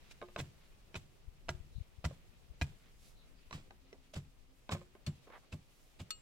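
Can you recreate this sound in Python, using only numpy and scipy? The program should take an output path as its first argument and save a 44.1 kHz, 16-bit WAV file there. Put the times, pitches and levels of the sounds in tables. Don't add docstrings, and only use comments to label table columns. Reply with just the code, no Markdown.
import sys
import numpy as np
from scipy import signal
from scipy.fft import rfft, irfft, next_fast_len
from scipy.io import wavfile

SR = 44100
rng = np.random.default_rng(int(sys.argv[2]) if len(sys.argv) > 2 else 0)


def waveform_to_disk(signal):
    frames = np.transpose(np.atleast_2d(signal))
    scaled = np.clip(frames, -1, 1) * 32767
    samples = np.round(scaled).astype(np.int16)
    wavfile.write(sys.argv[1], SR, samples)


N = 273861
AGE_S = np.arange(SR // 2) / SR


def from_db(db):
    return 10 ** (np.asarray(db) / 20)


def rms_one(x):
    return x / np.sqrt(np.mean(x ** 2) + 1e-20)


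def white(*shape):
    return rng.standard_normal(shape)


def dying(age_s, t60_s):
    return np.exp(-np.log(1000) * age_s / t60_s)


def onset(rise_s):
    return 1 - np.exp(-AGE_S / rise_s)


def swell(half_s):
    return np.exp(-((AGE_S - AGE_S.mean()) / half_s) ** 2 / 2)


def curve(points, s):
    return np.interp(s, *np.transpose(points))


def at_hz(points, hz):
    point_hz, value = np.transpose(points)
    return np.interp(np.log(hz + 1), np.log(point_hz), value)


def cut(x, hz, kind="low", order=2):
    sos = signal.butter(order, np.clip(hz, 10, SR * .45), kind, fs=SR, output="sos")
    return signal.sosfilt(sos, x)


def add(out, s, sound):
    start = round(s * SR)
    sound = sound[..., max(-start, 0):N - start]
    first = max(start, 0)
    out[:, first:first + sound.shape[-1]] += sound


# (t/s, left-channel lag/s)
PLACE = [(2.8, .00004), (3.2, 0.00021), (4.85, .00015), (4.9, .000005)]


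def placed(pair, s):
    lag = round(abs(curve(PLACE, s)) * SR)
    left = np.pad(pair[0], (lag, 0))[:pair.shape[1]]
    return np.array([left, pair[1]])


def coloured(pair, spectrum, likeness, tilt_db=0):
    length = pair.shape[1]
    size = next_fast_len(length)
    hz = np.arange(size // 2 + 1) * SR / size
    octaves = np.log2(np.maximum(hz, 500) / 500)
    mid, side = rfft(pair, size) * from_db(at_hz(spectrum, hz) + tilt_db * octaves)
    alike = np.clip(at_hz(likeness, hz), 0, 1)
    spread = np.sqrt(1 - alike) * side * [[1], [-1]]
    return rms_one(irfft(np.sqrt(1 + alike) * mid + spread, size)[:, :length])


def grains(per_s, spread_db):
    shape = (2, len(AGE_S))
    sizes = from_db(spread_db * np.minimum(rng.exponential(1, shape), 3))
    hits = rng.random(shape) < per_s / SR
    return hits * sizes * rng.choice([-1, 1], shape)


def struck(modes, hardness_hz, vary_db, side_hz, ring=1):
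    hz, level_db, t60_s = np.transpose(modes)[:, :, None]
    gain = from_db(level_db + vary_db * white(*hz.shape))
    gain = gain / np.sqrt(1 + (hz / hardness_hz) ** 4)
    gain = gain / np.sqrt(np.sum(gain ** 2) / 2)
    phase = rng.uniform(0, 2 * np.pi, hz.shape) + 2 * np.pi * hz * AGE_S
    skew = np.minimum(hz / side_hz, np.pi / 4) * rng.choice([-1, 1], hz.shape)
    body = gain * dying(AGE_S, t60_s * ring)
    return np.array([np.sum(body * np.sin(phase + way * skew), axis=0) for way in (-1, 1)])


def narrow(hz, width_hz, size):
    b, a = signal.iirpeak(hz, hz / width_hz, SR)
    once = signal.lfilter(b, a, white(2, size))
    return rms_one(signal.lfilter(b, a, once))


# (f/Hz, relative level/dB)
AIR = [(12, -27), (20, 4.5), (49, -5), (95, -16), (123, -12), (209, -17), (268, -21), (365, -19),
       (456, -20.5), (539, -21.5), (1050, -27.5), (1250, -26.5), (1510, -29.5), (2500, -26.5),
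       (15800, -41.5)]
# (f/Hz, likeness 0-1)
AIR_LIKENESS = [(30, 0.26), (120, 0.58), (500, 0.24), (2000, 0.033), (6000, 0.028)]
# (t/s, level/dB)
RUMBLE = [(0.0, -68.5), (1.23, -69), (1.67, -61.5), (1.83, -70), (2.64, -66.5), (4.77, -72), (4.87, -71),
          (5.87, -73.5), (6.2, -70.5)]
# (t/s, level/dB)
LEAVES = [(0.0, -72.5), (0.33, -73.5), (1.12, -76), (2.81, -74.5), (4.56, -77.5), (5.22, -74.5),
          (5.65, -76), (6.2, -75)]


def breeze(windward_db, lee_db, hiss_gain_db, rustle_db):
    t_s = np.arange(N) / SR
    air = coloured(white(2, N), AIR, AIR_LIKENESS)
    rumble = rms_one(cut(air, 230, order=3))
    rest = cut(air, 270, "high", order=3)
    hiss = 0
    for hz in np.geomspace(600, 14000, 9):
        band = signal.sosfiltfilt(signal.butter(2, hz, fs=SR, output="sos"), rest)
        rest = rest - band
        hiss = hiss + band * from_db(rustle_db * rms_one(cut(white(N), 7.5)))
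    rumble_gain = from_db(curve(RUMBLE, t_s) + np.array([[windward_db], [lee_db]]))
    hiss_gain = from_db(curve(LEAVES, t_s) + hiss_gain_db)
    return rumble_gain * rumble + hiss_gain * rms_one(hiss + rest)


# (t/s, peak level/dB, half width/s)
PUFFS = [(1.284, -36.5, 0.0041), (1.553, -35.5, 0.0032), (1.608, -37, 0.0039), (1.765, -32, 0.0042),
         (1.784, -32.5, 0.0022), (1.813, -30.5, 0.0034), (1.988, -39.5, .0033), (2.512, -39.5, 0.0047)]
EDDIES_PER_S, EDDY_OVER_TABLE_DB, EDDY_SPREAD_DB, EDDY_HALF_WIDTH_S = 7, 13.5, 1.5, 0.0039


def puffs(right_db):
    out, lead_s = np.zeros((2, N)), .05
    times_s = np.flatnonzero(rng.random(N) < EDDIES_PER_S / SR) / SR
    peaks_db = curve(RUMBLE, times_s) + EDDY_OVER_TABLE_DB + EDDY_SPREAD_DB * white(len(times_s))
    eddies = [(s, peak_db, EDDY_HALF_WIDTH_S) for s, peak_db in zip(times_s, peaks_db)]
    for s, level_db, half_width_s in [*PUFFS, *eddies]:
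        u = (AGE_S - lead_s) / half_width_s
        swing = (1 - u ** 2) * np.exp(-u ** 2 / 2)
        add(out, s - lead_s, from_db([[level_db], [level_db + right_db]]) * swing)
    return out


# (middle t/s, level/dB, half length/s, centre f/Hz, slips/s)
SCRAPES = [(0.07, -70.5, 0.046, 2190, 1000), (0.117, -57.5, .008, 3220, 6600),
           (0.622, -73, 0.039, 1940, 1100), (2.848, -71.5, 0.04, 2010, 400),
           (3.062, -67.5, 0.051, 5300, 10000), (3.942, -64.5, 0.015, 365, 1600),
           (4.143, -50, 0.0043, 3130, 2500), (5.287, -62.5, 0.013, 700, 1000),
           (5.347, -54, 0.021, 910, 1800), (5.439, -68.5, 0.0094, 1000, 1900),
           (5.824, -74, 0.093, 5900, 3400)]
# (f/Hz, likeness 0-1)
SOIL_LIKENESS = [(400, 1), (2000, 0.46), (4000, 0.68), (8000, 0.062)]


def scrapes(skirt_db):
    out = np.zeros((2, N))
    for s, level_db, half_s, hz, per_s in SCRAPES:
        band = [(hz * 2. 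** octave, -skirt_db * octave ** 2) for octave in range(-3, 4)]
        rub = coloured(grains(per_s, spread_db=1.5), band, SOIL_LIKENESS)
        add(out, s - AGE_S.mean(), from_db(level_db) * rub * swell(half_s))
    return out


# (t/s, level/dB, share taken by the post 0-1, tock level/dB, tock f/Hz)
KNOCKS = [(0.111, -54, 0.3, -53, 2430), (.215, -41, 0.72, -47, 676), (0.225, -42, 0.93, -44.5, 445),
          (0.285, -53.5, 0.64, -55, 553), (.361, -32.5, 0.6, -52, 660), (0.389, -41, 0.64, -44, 3500),
          (.401, -39, 0, -42, 2530), (0.9431, -40.5, 0.37, -48, 2510), (.954, -38, 0.41, -39.5, 2530),
          (1.4845, -37.5, 0.7, -59, 650), (1.4902, -29, 0.11, -37, 650), (2.042, -37.5, 0.58, -49, 572),
          (2.052, -34.5, 0.15, -39, 683), (2.11, -56, 1, -45.5, 555), (2.613, -30.5, 0.06, -38.5, 973),
          (2.618, -33, 0, -32, 2444), (3.509, -44, 0.18, -48, 1025), (3.527, -41, 0, -42, 1152),
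          (3.707, -48, 0.42, -52.5, 793), (3.928, -50.5, 0.04, -45, 402), (4.137, -53, 0.8, -47, 610),
          (4.692, -34.5, 0.58, -40, 1030), (4.718, -39.5, 0.9, -38, 1120), (4.749, -39, 0.75, -38, 563),
          (4.814, -53.5, 0.8, -49, 540), (4.951, -53.5, 0.72, -51.5, 379), (5.273, -57, .9, -54, 440),
          (5.301, -51.5, 0.82, -50, 503), (5.323, -57, .4, -65, 555), (5.525, -55, 0.46, -48, 2610)]
# (f/Hz, relative level/dB, t60/s)
STAKE = [(342, -30.5, 0.011), (682, 1, 0.022), (961, -6.5, 0.06), (1398, -3, 0.031), (1640, -1.5, 0.034),
         (2012, -5.5, 0.042), (2568, 2.5, 0.017), (3026, -4, 0.018), (3990, -1, 0.025), (4715, -26, 0.13),
         (5660, -4.5, 0.041), (6940, -32, 0.007)]
# (f/Hz, relative level/dB, t60/s)
POST = [(207.5, -13, 0.2), (358.8, -12, 0.26), (438, -11, 0.1), (596, -1.5, 0.073), (684, 1.5, 0.036),
        (864, -10.5, 0.09), (1062, 0, 0.046), (1227, -6, 0.065), (1520, -8.5, 0.061), (1632, -18.5, 0.078),
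        (2206, -4.5, 0.028), (2600, -23, 0.04), (3804, -7.5, 0.053)]
# (f/Hz, relative level/dB)
SOIL = [(240, 1.5), (400, -4.5), (1020, -9), (1750, -8.5), (2530, -7), (3290, -7.5), (5060, -12.5),
        (5720, -13.5), (6470, -15.5), (7440, -11), (10300, -25.5), (15800, -29.5)]
TIP_HARDNESS_HZ, SHAFT_HARDNESS_HZ = 6140, 2000
BOUNCE_S, BOUNCE_DB = .015, -9
BLOW_SPREAD_DB = 2.5


def knocks(crack_db, crack_t60_s, tock_t60_s):
    out = np.zeros((2, N))
    attack = onset(.0008)
    for s, level_db, share, tock_db, tock_hz in KNOCKS:
        share = np.clip(share, 0, 1)
        hardness_hz = TIP_HARDNESS_HZ * (SHAFT_HARDNESS_HZ / TIP_HARDNESS_HZ) ** share
        stake = (1 - share) * struck(STAKE, hardness_hz, BLOW_SPREAD_DB, side_hz=4200)
        post = share * struck(POST, hardness_hz, BLOW_SPREAD_DB, side_hz=2670)
        tock = from_db(tock_db) * struck([(tock_hz, 0, tock_t60_s)], hardness_hz, 0, side_hz=4030)
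        grit = coloured(white(2, len(AGE_S)), SOIL, SOIL_LIKENESS)
        crack = from_db(crack_db) * cut(grit, hardness_hz) * dying(AGE_S, crack_t60_s)
        blow = from_db(level_db) * (stake + post + crack) + tock
        rebound = struck(POST, hardness_hz, BLOW_SPREAD_DB, side_hz=2490)
        bounce = share * from_db(level_db + BOUNCE_DB) * rebound
        add(out, s, placed(blow * attack, s))
        add(out, s + BOUNCE_S, placed(bounce * attack, s))
    return out


# (t/s, crunch level/dB, sinking time/s, crumbling t60/s,
# push level/dB, ground ring level/dB)
STROKES = [(.398, -41, 0.015, 0.068, -49, -39.5), (.963, -43.5, 0.0091, 0.062, -34, -46.5),
           (1.494, -41.5, 0.0056, 0.043, -28.5, -43), (2.051, -38.5, 0.0055, 0.034, -17, -34),
           (2.619, -39, 0.0018, 0.046, -16, -34), (3.541, -49, .016, 0.25, -39.5, -43),
           (4.164, -46, 0.011, 0.11, -29.5, -34), (4.724, -37, .012, 0.093, -37, -32),
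           (5.070, -45.5, 0.0024, 0.087, -38, -29.5), (5.530, -49, .0079, 0.061, -29.5, -33),
           (6.006, -48.5, .011, 0.059, -32.5, -38)]
COARSE_TILT_DB_PER_OCTAVE, FINE_TILT_DB_PER_OCTAVE = -1, 4.5
SPILL_DB, SPILL_DELAY_S, SPILL_SWELL_S, SPILL_T60_S = -12, 0.0066, 0.0047, .06


def crunches(settle_db, settle_t60_s):
    out, lead_s = np.zeros((2, N)), .06
    after_s, before_s = np.maximum(AGE_S - lead_s, 0), np.maximum(lead_s - AGE_S, 0)
    for landing_s, crunch_db, sink_s, crumble_t60_s, *_ in STROKES:
        spill_s = landing_s + sink_s / 2 + SPILL_DELAY_S
        coarse = (landing_s, crunch_db, sink_s, crumble_t60_s, COARSE_TILT_DB_PER_OCTAVE)
        fine = (spill_s, crunch_db + SPILL_DB, SPILL_SWELL_S, SPILL_T60_S, FINE_TILT_DB_PER_OCTAVE)
        for s, level_db, swell_s, t60_s, tilt_db in (coarse, fine):
            crush = coloured(grains(per_s=9000, spread_db=-1.0), SOIL, SOIL_LIKENESS, tilt_db)
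            patter = coloured(grains(per_s=960, spread_db=4), SOIL, AIR_LIKENESS, tilt_db)
            crumbs = crush * dying(after_s, t60_s)
            crumbs = crumbs + from_db(settle_db) * patter * dying(after_s, settle_t60_s)
            rise = np.exp(-(before_s / swell_s) ** 2)
            add(out, s - lead_s, placed(from_db(level_db) * rise * crumbs, s))
    return out


# (f/Hz, relative level/dB, t60/s)
GROUND = [(93.3, -4, 0.16), (141.6, -2, 0.19), (161.2, -0.5, 0.12), (224.4, -11.5, 0.071),
          (254.7, -13, 0.093), (336.4, -21.5, 0.15)]
LOOSE_PITCH, PITCH_RISE_PER_S = .93, 0.017
LOOSE_RING, RING_LOSS_PER_S = 1.425, 0.089


def thuds(push_hz, push_rise_s, ring_rise_s, shudder_db, shudder_hz, shudder_t60_s):
    out = np.zeros((2, N))
    hz, level_db, t60_s = np.transpose(GROUND)[:, :, None]
    signs = (-1) ** np.arange(len(GROUND))[:, None]
    for s, *_, push_db, ring_db in STROKES:
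        pitch = LOOSE_PITCH + PITCH_RISE_PER_S * s
        hold = LOOSE_RING * np.exp(-RING_LOSS_PER_S * s)
        push = np.sin(2 * np.pi * push_hz * pitch ** 2 * AGE_S) * dying(AGE_S, .08) * onset(push_rise_s)
        tones = np.sin(2 * np.pi * hz * pitch * AGE_S) * dying(AGE_S, t60_s * hold)
        modes = np.sum(signs * from_db(level_db) * tones, axis=0)
        shudder = rms_one(cut(cut(white(len(AGE_S)), shudder_hz, order=5), 77, "high"))
        shudder = from_db(shudder_db) * shudder * dying(AGE_S, shudder_t60_s * hold)
        ring = (modes + shudder) * onset(ring_rise_s)
        add(out, s, from_db(push_db) * push + from_db(ring_db) * ring)
    return out


SHAKE_DB, SHAKE_HARDNESS_HZ = -19, 890


def post_shake():
    out = np.zeros((2, N))
    for s, _, sink_s, *_, ring_db in STROKES:
        ring = struck(POST, SHAKE_HARDNESS_HZ, BLOW_SPREAD_DB, side_hz=2510) * onset(0.003)
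        add(out, s + sink_s, from_db(ring_db + SHAKE_DB) * ring)
    return out


# (middle t/s, level/dB, half length/s, f/Hz)
BIRDS = [(1.768, -72, 0.026, 3920), (3.202, -72, 0.034, 3970), (3.388, -77, .02, 4740)]


def bird_calls(width_hz):
    out = np.zeros((2, N))
    for s, level_db, half_s, hz in BIRDS:
        call = narrow(hz, width_hz, len(AGE_S))
        add(out, s - AGE_S.mean(), from_db(level_db) * call * swell(half_s))
    return out


# (t/s, level/dB)
HUM = [(2.7, -100), (3.25, -78), (4.1, -76.5), (4.8, -85.5)]


def low_hum(hz, width_hz):
    tone = narrow(hz, width_hz, N)[0]
    return np.zeros((2, N)) + tone * from_db(curve(HUM, np.arange(N) / SR))


# (t/s, level/dB, share of free ring time, contact hardness f/Hz)
CLINKS = [(5.0648, -44, 0.65, 6040), (6.1056, -35.5, 0.96, 15100)]
# (f/Hz, relative level/dB, t60/s)
METAL = [(1280, -5.5, 0.11), (2590, -11, 0.12), (2880, -6.5, 0.17), (3610, -4.5, 0.07), (4380, 4.5, 0.1),
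         (5910, -3, 0.049), (6900, -4, 0.057), (7490, -9, 0.31), (8640, 0, 0.047), (9700, -16, 0.028),
         (13200, -11, .03)]


def clinks(left_db, tick_db, tick_t60_s):
    out = np.zeros((2, N))
    for s, level_db, ring, hardness_hz in CLINKS:
        tone = struck(METAL, hardness_hz, 0, side_hz=1700, ring=ring)
        tick = rms_one(cut(cut(white(2, len(AGE_S)), 2200, "high"), 6900)) * dying(AGE_S, tick_t60_s)
        gain = from_db(level_db + left_db * np.array([[1], [-1]]))
        add(out, s, gain * (tone + from_db(tick_db) * tick))
    return out


def yard(x, echo_db, echo_t60_s, dull_hz):
    tail = cut(white(2, len(AGE_S)), dull_hz, order=1) * dying(AGE_S, echo_t60_s) * onset(0.004)
    tail = tail / np.sqrt(np.sum(tail ** 2) / 2)
    mono = x.mean(axis=0, keepdims=True)
    return x + from_db(echo_db) * signal.fftconvolve(mono, tail, axes=1)[:, :N]


def scene():
    air = breeze(windward_db=7.5, lee_db=5.5, hiss_gain_db=5.5, rustle_db=2.0) + puffs(right_db=-40)
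    strokes = scrapes(skirt_db=4.5) + knocks(crack_db=4.5, crack_t60_s=0.014, tock_t60_s=0.039)
    strokes = strokes + crunches(settle_db=-18.5, settle_t60_s=0.5) + post_shake()
    ground = thuds(push_hz=81.2, push_rise_s=0.013, ring_rise_s=0.0023,
                   shudder_db=-9.5, shudder_hz=178, shudder_t60_s=0.27)
    far = bird_calls(width_hz=760) + low_hum(hz=266, width_hz=8.2)
    metal = clinks(left_db=1.8, tick_db=-3.5, tick_t60_s=0.044)
    bright = strokes * from_db([[-.9], [.9]]) + metal
    return yard(bright, echo_db=-26.5, echo_t60_s=0.3, dull_hz=3000) + ground + far + air


def record(dry):
    return signal.sosfilt(signal.ellip(10, .1, 70, 15900, fs=SR, output="sos"), dry)


dry = scene()
out = record(dry)
waveform_to_disk(out)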